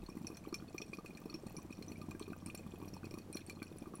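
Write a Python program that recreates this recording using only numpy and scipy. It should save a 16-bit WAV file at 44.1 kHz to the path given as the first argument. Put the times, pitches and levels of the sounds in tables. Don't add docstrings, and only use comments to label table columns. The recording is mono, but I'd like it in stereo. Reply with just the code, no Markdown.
import sys
import numpy as np
from scipy import signal
from scipy.fft import rfft, irfft, next_fast_len
from scipy.io import wavfile
from scipy.ndimage import uniform_filter1d, map_coordinates

SR = 44100
rng = np.random.default_rng(int(sys.argv[2]) if len(sys.argv) > 2 else 0)


def wrap_up_sound(samples):
    columns = np.atleast_2d(samples).T
    tamed = np.clip(columns, -1, 1)
    steps = np.round(tamed * 32767).astype(np.int16)
    wavfile.write(sys.argv[1], SR, steps)


N = 176400

# frequency in Hz, relative density in dB.
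RUSH_SPECTRUM = [(20, -8.5), (45, -7), (100, -4.5), (200, -2.5), (380, -12.5), (600, -16), (1150, -23.5),
                 (1800, -28), (3500, -32), (12000, -36.5), (15500, -42)]
# time in seconds, relative level in dB.
HUM_SWELL = [(0, -75), (1.35, -70.5), (2.1, -57.5), (3.05, -59), (3.6, -61.5), (4, -69)]
# frequency in Hz, left-right likeness from 0 to 1.
STEREO_LIKENESS = [(100, 0.95), (600, 1), (2000, 0.7), (6000, 0.077), (15000, 0.047)]
# frequency in Hz, seconds to fall 60 dB.
ROOM_DECAY = [(150, 0.068), (6000, 0.16), (15000, 0.15)]
# pitch in Hz, width in Hz, gain in dB, left over right in dB.
AIR_MODES = [(1177, 42, -4.5, 4.5), (1590, 34, -11, -7), (2467, 51.6, 7.5, -2), (4309, 67, -3.5, 10.5),
             (5630, 62, 1, 6), (5985, 52, -3.5, -3.5), (7255, 113, -11, -17), (8240, 54, -12.5, 18),
             (8700, 89, -6, 5.5), (10030, 73, -5.5, 11.5), (13500, 87, -31, -16)]
# start in seconds, relative level in dB, pitch in Hz,
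# snap of the film over the tone in dB.
BURSTING_BUBBLES = [(0.099, -55.5, 5490, -6), (0.269, -40.5, 5880, -17.5), (0.347, -55.5, 5490, -15),
                    (0.3701, -50, 5550, 3), (0.5428, -37, 5830, -4.5), (0.7807, -44, 5980, -10.5),
                    (0.817, -44.5, 5480, -9.5), (0.933, -47.5, 2383, -27), (0.971, -54, 5570, -5),
                    (1.0601, -52, 2460, 21), (1.172, -54.5, 2460, 5), (1.2986, -50, 4550, -9),
                    (1.3417, -46, 5436, -7.5), (1.4677, -53, 9100, -3.5), (1.5668, -43.5, 5640, -22),
                    (1.7256, -53.5, 2460, 31), (1.8248, -51, 4380, -2.0), (1.8821, -49, 6040, -31),
                    (1.918, -55.5, 4400, 2), (2.015, -55.5, 4030, 7), (2.11, -52.5, 2550, 6),
                    (2.1956, -48.5, 8640, -3.5), (2.2252, -50, 3960, -10), (2.4611, -41, 9050, -12),
                    (2.5, -49, 2820, -10), (2.5485, -47, 9650, 0.5), (2.5753, -49.5, 7500, -7),
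                    (2.882, -54.5, 5750, -12), (2.9381, -51, 5940, -10), (3.0554, -54, 4970, -4),
                    (3.11, -51, 5400, -2), (3.14, -54, 4080, 6), (3.1854, -53.5, 2740, 27),
                    (3.328, -44, 9400, -13), (3.3463, -45.5, 5730, -28), (3.357, -49.5, 10700, -21),
                    (3.3694, -45.5, 4250, 0.5), (3.4645, -49, 8900, -31), (3.497, -47, 5860, 13),
                    (3.6276, -51.5, 2420, 5), (3.7847, -52, 9680, -11), (3.9542, -48.5, 10340, -38)]
# start in seconds, level in dB, pitch in Hz.
RINGING_BUBBLES = [(0.063, -54.5, 4300), (0.0856, -53.5, 1010), (0.314, -59.5, 2460), (0.488, -57.5, 4200),
                   (0.5255, -41, 359), (0.528, -49.5, 1310), (0.586, -56, 4370), (0.599, -55.5, 1370),
                   (0.623, -54.5, 1420), (0.781, -41.5, 2325), (0.803, -57.5, 1240), (0.821, -42.5, 3500),
                   (0.932, -55.5, 1073), (0.986, -50.5, 1210), (1.106, -54.5, 2380), (1.15, -52, 4180),
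                   (1.347, -44.5, 335), (1.5892, -51.5, 1034), (1.704, -57.5, 2390), (1.957, -55.5, 2300),
                   (2.0174, -54, 1240), (2.116, -52.5, 1083), (2.2006, -50, 1040), (2.282, -50, 382),
                   (2.3324, -46, 1420), (2.815, -53, 930), (2.9665, -48, 920), (3.0323, -51, 1470),
                   (3.042, -53.5, 2490), (3.173, -53.5, 1100), (3.6187, -50.5, 1490), (3.62, -48.5, 2290),
                   (3.9364, -53, 1294)]
# time of the peak in seconds, relative level in dB.
LARGE_BUBBLES = [(0.033, -41), (0.0912, -39), (0.154, -44), (0.1711, -34.5), (0.2154, -38.5), (0.247, -38),
                 (0.303, -39), (0.3309, -42.5), (0.4742, -34.5), (0.529, -39), (0.6259, -41), (0.7483, -34),
                 (0.805, -39), (0.8203, -39.5), (0.932, -39.5), (0.9869, -37), (1.0484, -42.5),
                 (1.0994, -41), (1.1536, -44.5), (1.218, -46), (1.259, -33.5), (1.3447, -37),
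                 (1.436, -42.5), (1.4675, -38.5), (1.5463, -41.5), (1.5852, -38.5), (1.65, -44),
                 (1.7086, -39), (1.7915, -38), (1.8147, -41), (1.8817, -42.5), (1.9016, -42),
                 (1.9174, -38.5), (1.9831, -41.5), (2.0162, -42), (2.0875, -36.5), (2.1006, -39),
                 (2.1509, -37), (2.2138, -34.5), (2.2803, -39.5), (2.3043, -40), (2.3217, -36.5),
                 (2.465, -37), (2.487, -41.5), (2.5464, -42.5), (2.5952, -43), (2.6655, -38.5),
                 (2.7396, -38.5), (2.8034, -41), (2.8267, -37.5), (2.8569, -40.5), (2.8771, -40),
                 (2.934, -40.5), (2.944, -42.5), (3.0437, -37), (3.0709, -39), (3.1139, -43.5),
                 (3.142, -35.5), (3.1779, -39), (3.3017, -39), (3.3556, -33.5), (3.487, -41), (3.5751, -46),
                 (3.6212, -35.5), (3.7179, -41), (3.761, -40.5), (3.8221, -37.5), (3.8729, -38.5),
                 (3.9405, -38.5), (3.9968, -40.5)]

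LEFT_DB, LEFT_LEAD_MS, TOP_HZ = 2.9, .066, 15900
BUBBLE_SAMPLES, PITCH_RISE = 2048, 0.11
HEAVE_SPREAD, MODE_SPREAD_DB, BYPASS_DB = 0.0234, 3.5, -18
SWELL_CYCLES, SNAP_T60, SNAP_BAND_HZ = 0.69, 0.02, [1800, 8000]
SPATTER_PER_S, SPATTER_DB, SPATTER_SETTLE_S = 1600, -71, 0.011
FOAM_LAG_S, FOAM_DB, FOAM_GROWS_DB_PER_S, FOAM_HZ, FOAM_CYCLES = .012, -33, 5.5, 11300, 67
FIZZ_PER_S, FIZZ_DB, FIZZ_HZ, FIZZ_CYCLES, FIZZ_SNAP_DB = 50, -59, 5406, 50, -4
POP_GAIN_DB, SPRAY_DB, SPRAY_GAP_S = 5.5, -7, .006
SLOSH_PER_S, SLOSH_DB, SLOSH_HZ, SLOSH_CYCLES = 42, -65, 835, 7.5
PLOP_SNAP_DB, SPLASH_DB, SPLASH_SPREAD_S = -14, -18.5, 0.0073
GULP_HZ, GULP_SPREAD, GULP_WIDTH_CYCLES, GULP_GAIN_DB = 283.6, 0.16, 0.42, 0.5
PINCH_HZ, PINCH_DB = 880, -24.5
AFTERSWING_DB, AFTERSWING_HZ, AFTERSWING_T60 = -11, 324.2, 0.064
CHURN_PER_S, CHURN_DB, CHURN_HZ = 65, -48.5, 246.6


def amp(db):
    return 10 ** (np.asarray(db) / 20)


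def unit(x):
    return x / np.sqrt(np.mean(x ** 2) + 1e-20)


def unit_crest(x):
    return x / np.sqrt(uniform_filter1d(np.mean(x ** 2, axis=0), size=130).max() + 1e-20)


def along(points, hz):
    f, v = np.transpose(points)
    return np.interp(np.log(hz + 1), np.log(f + 1), v)


def wander(rate):
    return map_coordinates(rng.standard_normal(int(N * rate / SR) + 4), [np.arange(N) * rate / SR])


def filtered(x, response):
    m = next_fast_len(N + SR // 2)
    return irfft(rfft(x, m) * response(np.fft.rfftfreq(m, 1 / SR)), m)[..., :N]


def pan(db):
    return amp(np.array([[db], [-db]]) / 2)


def add(out, start_s, x):
    i = int(round(start_s * SR))
    a, b = max(i, 0), min(i + x.shape[-1], N)
    if b > a:
        out[..., a:b] += x[..., a - i:b - i]


def chance(per_s, count=500):
    starts = np.cumsum(rng.exponential(size=count)) / per_s
    return np.column_stack([starts, rng.standard_normal((count, 2))])[starts < N / SR]


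def stream():
    return np.random.default_rng(rng.integers(2 ** 31))


def rush():
    def mid_and_side(hz):
        angle = np.arccos(np.clip(along(STEREO_LIKENESS, hz), -1, 1)) / 2
        return amp(along(RUSH_SPECTRUM, hz)) * [np.cos(angle), np.sin(angle)]
    mid, side = filtered(rng.standard_normal((2, N)), mid_and_side)
    return amp(-57 + 0.57 * wander(15)) * unit(np.array([mid + side, mid - side]))


def hum(hz=93, drift_hz=.8, gain_db=-1):
    level_db = np.interp(np.arange(N) / SR, *np.transpose(HUM_SWELL)) + gain_db + 2 * wander(6.8)
    pitch = hz + drift_hz * wander(7.42)
    return amp(level_db) * unit(np.sin(2 * np.pi * np.cumsum(pitch) / SR))


def rumble(hz=42, start_db=-54, t60=.6):
    noise = filtered(rng.standard_normal(N), lambda f: 1 / (1 + 10 * (f / hz - 1) ** 2))
    return amp(start_db - 60 * np.arange(N) / SR / t60) * unit(noise)


def room(x):
    hz, t, spectra = signal.stft(rng.standard_normal((2, SR // 2)), SR, nperseg=256)
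    decay = amp(-60 * t / along(ROOM_DECAY, hz)[:, None])
    tail = signal.istft(spectra * decay, SR, nperseg=256)[1]
    tail = np.pad(tail / np.linalg.norm(tail[0]), ((0, 0), (SR // 250, 0)))
    left, other = signal.fftconvolve(x, tail, axes=1)[:, :N]
    shared = filtered(left, lambda f: amp(-LEFT_DB) * along(STEREO_LIKENESS, f))
    apart = filtered(other, lambda f: np.sqrt(1 - np.clip(along(STEREO_LIKENESS, f), 0, 1) ** 2))
    return np.array([left, shared + apart])


def air_column(f, modes):
    return sum(pan(side_db) * amp(db) * 1j * f * width / (hz ** 2 - f ** 2 + 1j * f * width)
               for hz, width, db, side_db in modes)


def ring_cycles(hz):
    return 20.3 * (hz / 1000) ** 0.41


def bubble(hz, cycles, snap_db, draw):
    t, f = np.arange(BUBBLE_SAMPLES) / SR, np.fft.rfftfreq(BUBBLE_SAMPLES, 1 / SR)
    t60 = cycles / hz
    pitch = hz * (1 + PITCH_RISE * (np.minimum(2 * t / t60, 2) - .5))
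    envelope = (1 - np.exp(-t * hz / SWELL_CYCLES)) * amp(-60 * t / t60)
    tone = envelope * np.sin(2 * np.pi * np.cumsum(pitch) / SR)
    film = signal.butter(1, SNAP_BAND_HZ, "band", fs=SR)
    snap = signal.lfilter(*film, draw.standard_normal(BUBBLE_SAMPLES) * amp(-60 * t / SNAP_T60))
    modes = [(centre * (1 + HEAVE_SPREAD * draw.normal()), width, db + MODE_SPREAD_DB * draw.normal(), side)
             for centre, width, db, side in AIR_MODES]
    column = amp(BYPASS_DB) * pan(LEFT_DB) + air_column(f, modes)
    tone, snap = (unit(irfft(rfft(x) * column)) for x in (tone, snap))
    return unit_crest(tone + amp(snap_db) * snap)


def spatter():
    draw, thrown = stream(), np.zeros(N)
    settling = np.exp(-np.arange(SR // 2) / SR / SPATTER_SETTLE_S)
    for start, db in LARGE_BUBBLES:
        add(thrown, start, amp(db / 2) * settling)
    hits = draw.random(N) < SPATTER_PER_S / SR
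    drops = hits * draw.standard_normal(N) * (thrown + thrown.mean())
    highpass = lambda f: f ** 2 / (f ** 2 + FIZZ_HZ ** 2)
    ticks = filtered(drops, lambda f: (amp(BYPASS_DB) + air_column(f, AIR_MODES)) * highpass(f))
    return amp(SPATTER_DB) * unit(ticks)


def foam():
    out, draw = np.zeros((2, N)), stream()
    for start, db, _, _ in BURSTING_BUBBLES:
        for lag in FOAM_LAG_S * draw.exponential(size=4):
            hz = min(FOAM_HZ * np.exp(0.079 * draw.normal()), TOP_HZ)
            level_db = db + FOAM_DB + FOAM_GROWS_DB_PER_S * start + 1.8 * draw.normal()
            add(out, start + lag, amp(level_db) * bubble(hz, FOAM_CYCLES, FIZZ_SNAP_DB, draw))
    return out


def pops():
    out, draw = np.zeros((2, N)), stream()

    def fizz(pitch):
        hz = min(FIZZ_HZ * np.exp(.5 * pitch), TOP_HZ)
        return bubble(hz, FIZZ_CYCLES, FIZZ_SNAP_DB, draw)
    for start, db, hz, snap_db in BURSTING_BUBBLES:
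        add(out, start, amp(db + POP_GAIN_DB) * bubble(hz, ring_cycles(hz), snap_db, draw))
        for lag in SPRAY_GAP_S * np.cumsum(draw.uniform(.5, 2, size=3)):
            add(out, start + lag, amp(db + SPRAY_DB) * SPRAY_GAP_S / lag * fizz(draw.normal()))
    for start, size, pitch in chance(FIZZ_PER_S):
        add(out, start, amp(FIZZ_DB + 1.5 * min(size, 2)) * fizz(pitch))
    return out


def plops():
    out, draw = np.zeros((2, N)), stream()
    slosh = lambda pitch: bubble(SLOSH_HZ * np.exp(.25 * pitch), SLOSH_CYCLES, PLOP_SNAP_DB, draw)
    for start, db, hz in RINGING_BUBBLES:
        add(out, start, amp(db) * bubble(hz, ring_cycles(hz), PLOP_SNAP_DB, draw))
    for peak_s, db in LARGE_BUBBLES:
        for lag in (-SPLASH_SPREAD_S / 2 * draw.uniform(), SPLASH_SPREAD_S * draw.uniform()):
            add(out, peak_s + lag, amp(db + SPLASH_DB + 2 * draw.normal()) * slosh(draw.normal()))
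    for start, size, pitch in chance(SLOSH_PER_S):
        add(out, start, amp(SLOSH_DB + 6.1 * min(size, 2)) * slosh(pitch))
    return out


def gulp(hz, pinch_db):
    t = (np.arange(BUBBLE_SAMPLES) - BUBBLE_SAMPLES // 2) / SR
    swing = lambda f: np.exp(-.5 * (t * f / GULP_WIDTH_CYCLES) ** 2) * np.cos(2 * np.pi * f * t)
    return swing(hz) + amp(pinch_db) * swing(PINCH_HZ * hz / GULP_HZ)


def gulps():
    out = np.zeros(N)
    t, half_s = np.arange(BUBBLE_SAMPLES) / SR, BUBBLE_SAMPLES / 2 / SR
    for peak_s, db in LARGE_BUBBLES:
        pulse = gulp(GULP_HZ * np.exp(GULP_SPREAD * rng.normal()), PINCH_DB + rng.normal(0, 3))
        add(out, peak_s - half_s, amp(db + GULP_GAIN_DB) * pulse)
        hz = AFTERSWING_HZ * np.exp(GULP_SPREAD * rng.normal())
        phase = 2 * np.pi * hz * t * (1 + PITCH_RISE * t / AFTERSWING_T60)
        envelope = (1 - np.exp(-t * hz)) * amp(-60 * t / AFTERSWING_T60)
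        add(out, peak_s, amp(db + AFTERSWING_DB) * envelope * np.cos(phase))
    for peak_s, size, pitch in chance(CHURN_PER_S):
        pulse = gulp(CHURN_HZ * np.exp(.3 * pitch), PINCH_DB)
        add(out, peak_s - half_s, amp(CHURN_DB + 2 * min(size, 1.5)) * pulse)
    return out * pan(LEFT_DB)


def scene():
    low = gulps() + plops()
    high = pops() + foam() + spatter()
    left_first = lambda hz: np.exp(np.array([[1j], [-1j]]) * np.pi * hz * LEFT_LEAD_MS / 1000)
    direct = filtered(low + high, left_first)
    reverb = amp(-15) * room(low) + amp(-15.5) * room(high)
    background = (rush() + hum() + rumble()) * pan(LEFT_DB)
    return direct + reverb + background


def record(dry):
    return filtered(dry, lambda hz: hz < TOP_HZ)


dry = scene()
out = record(dry)
wrap_up_sound(out)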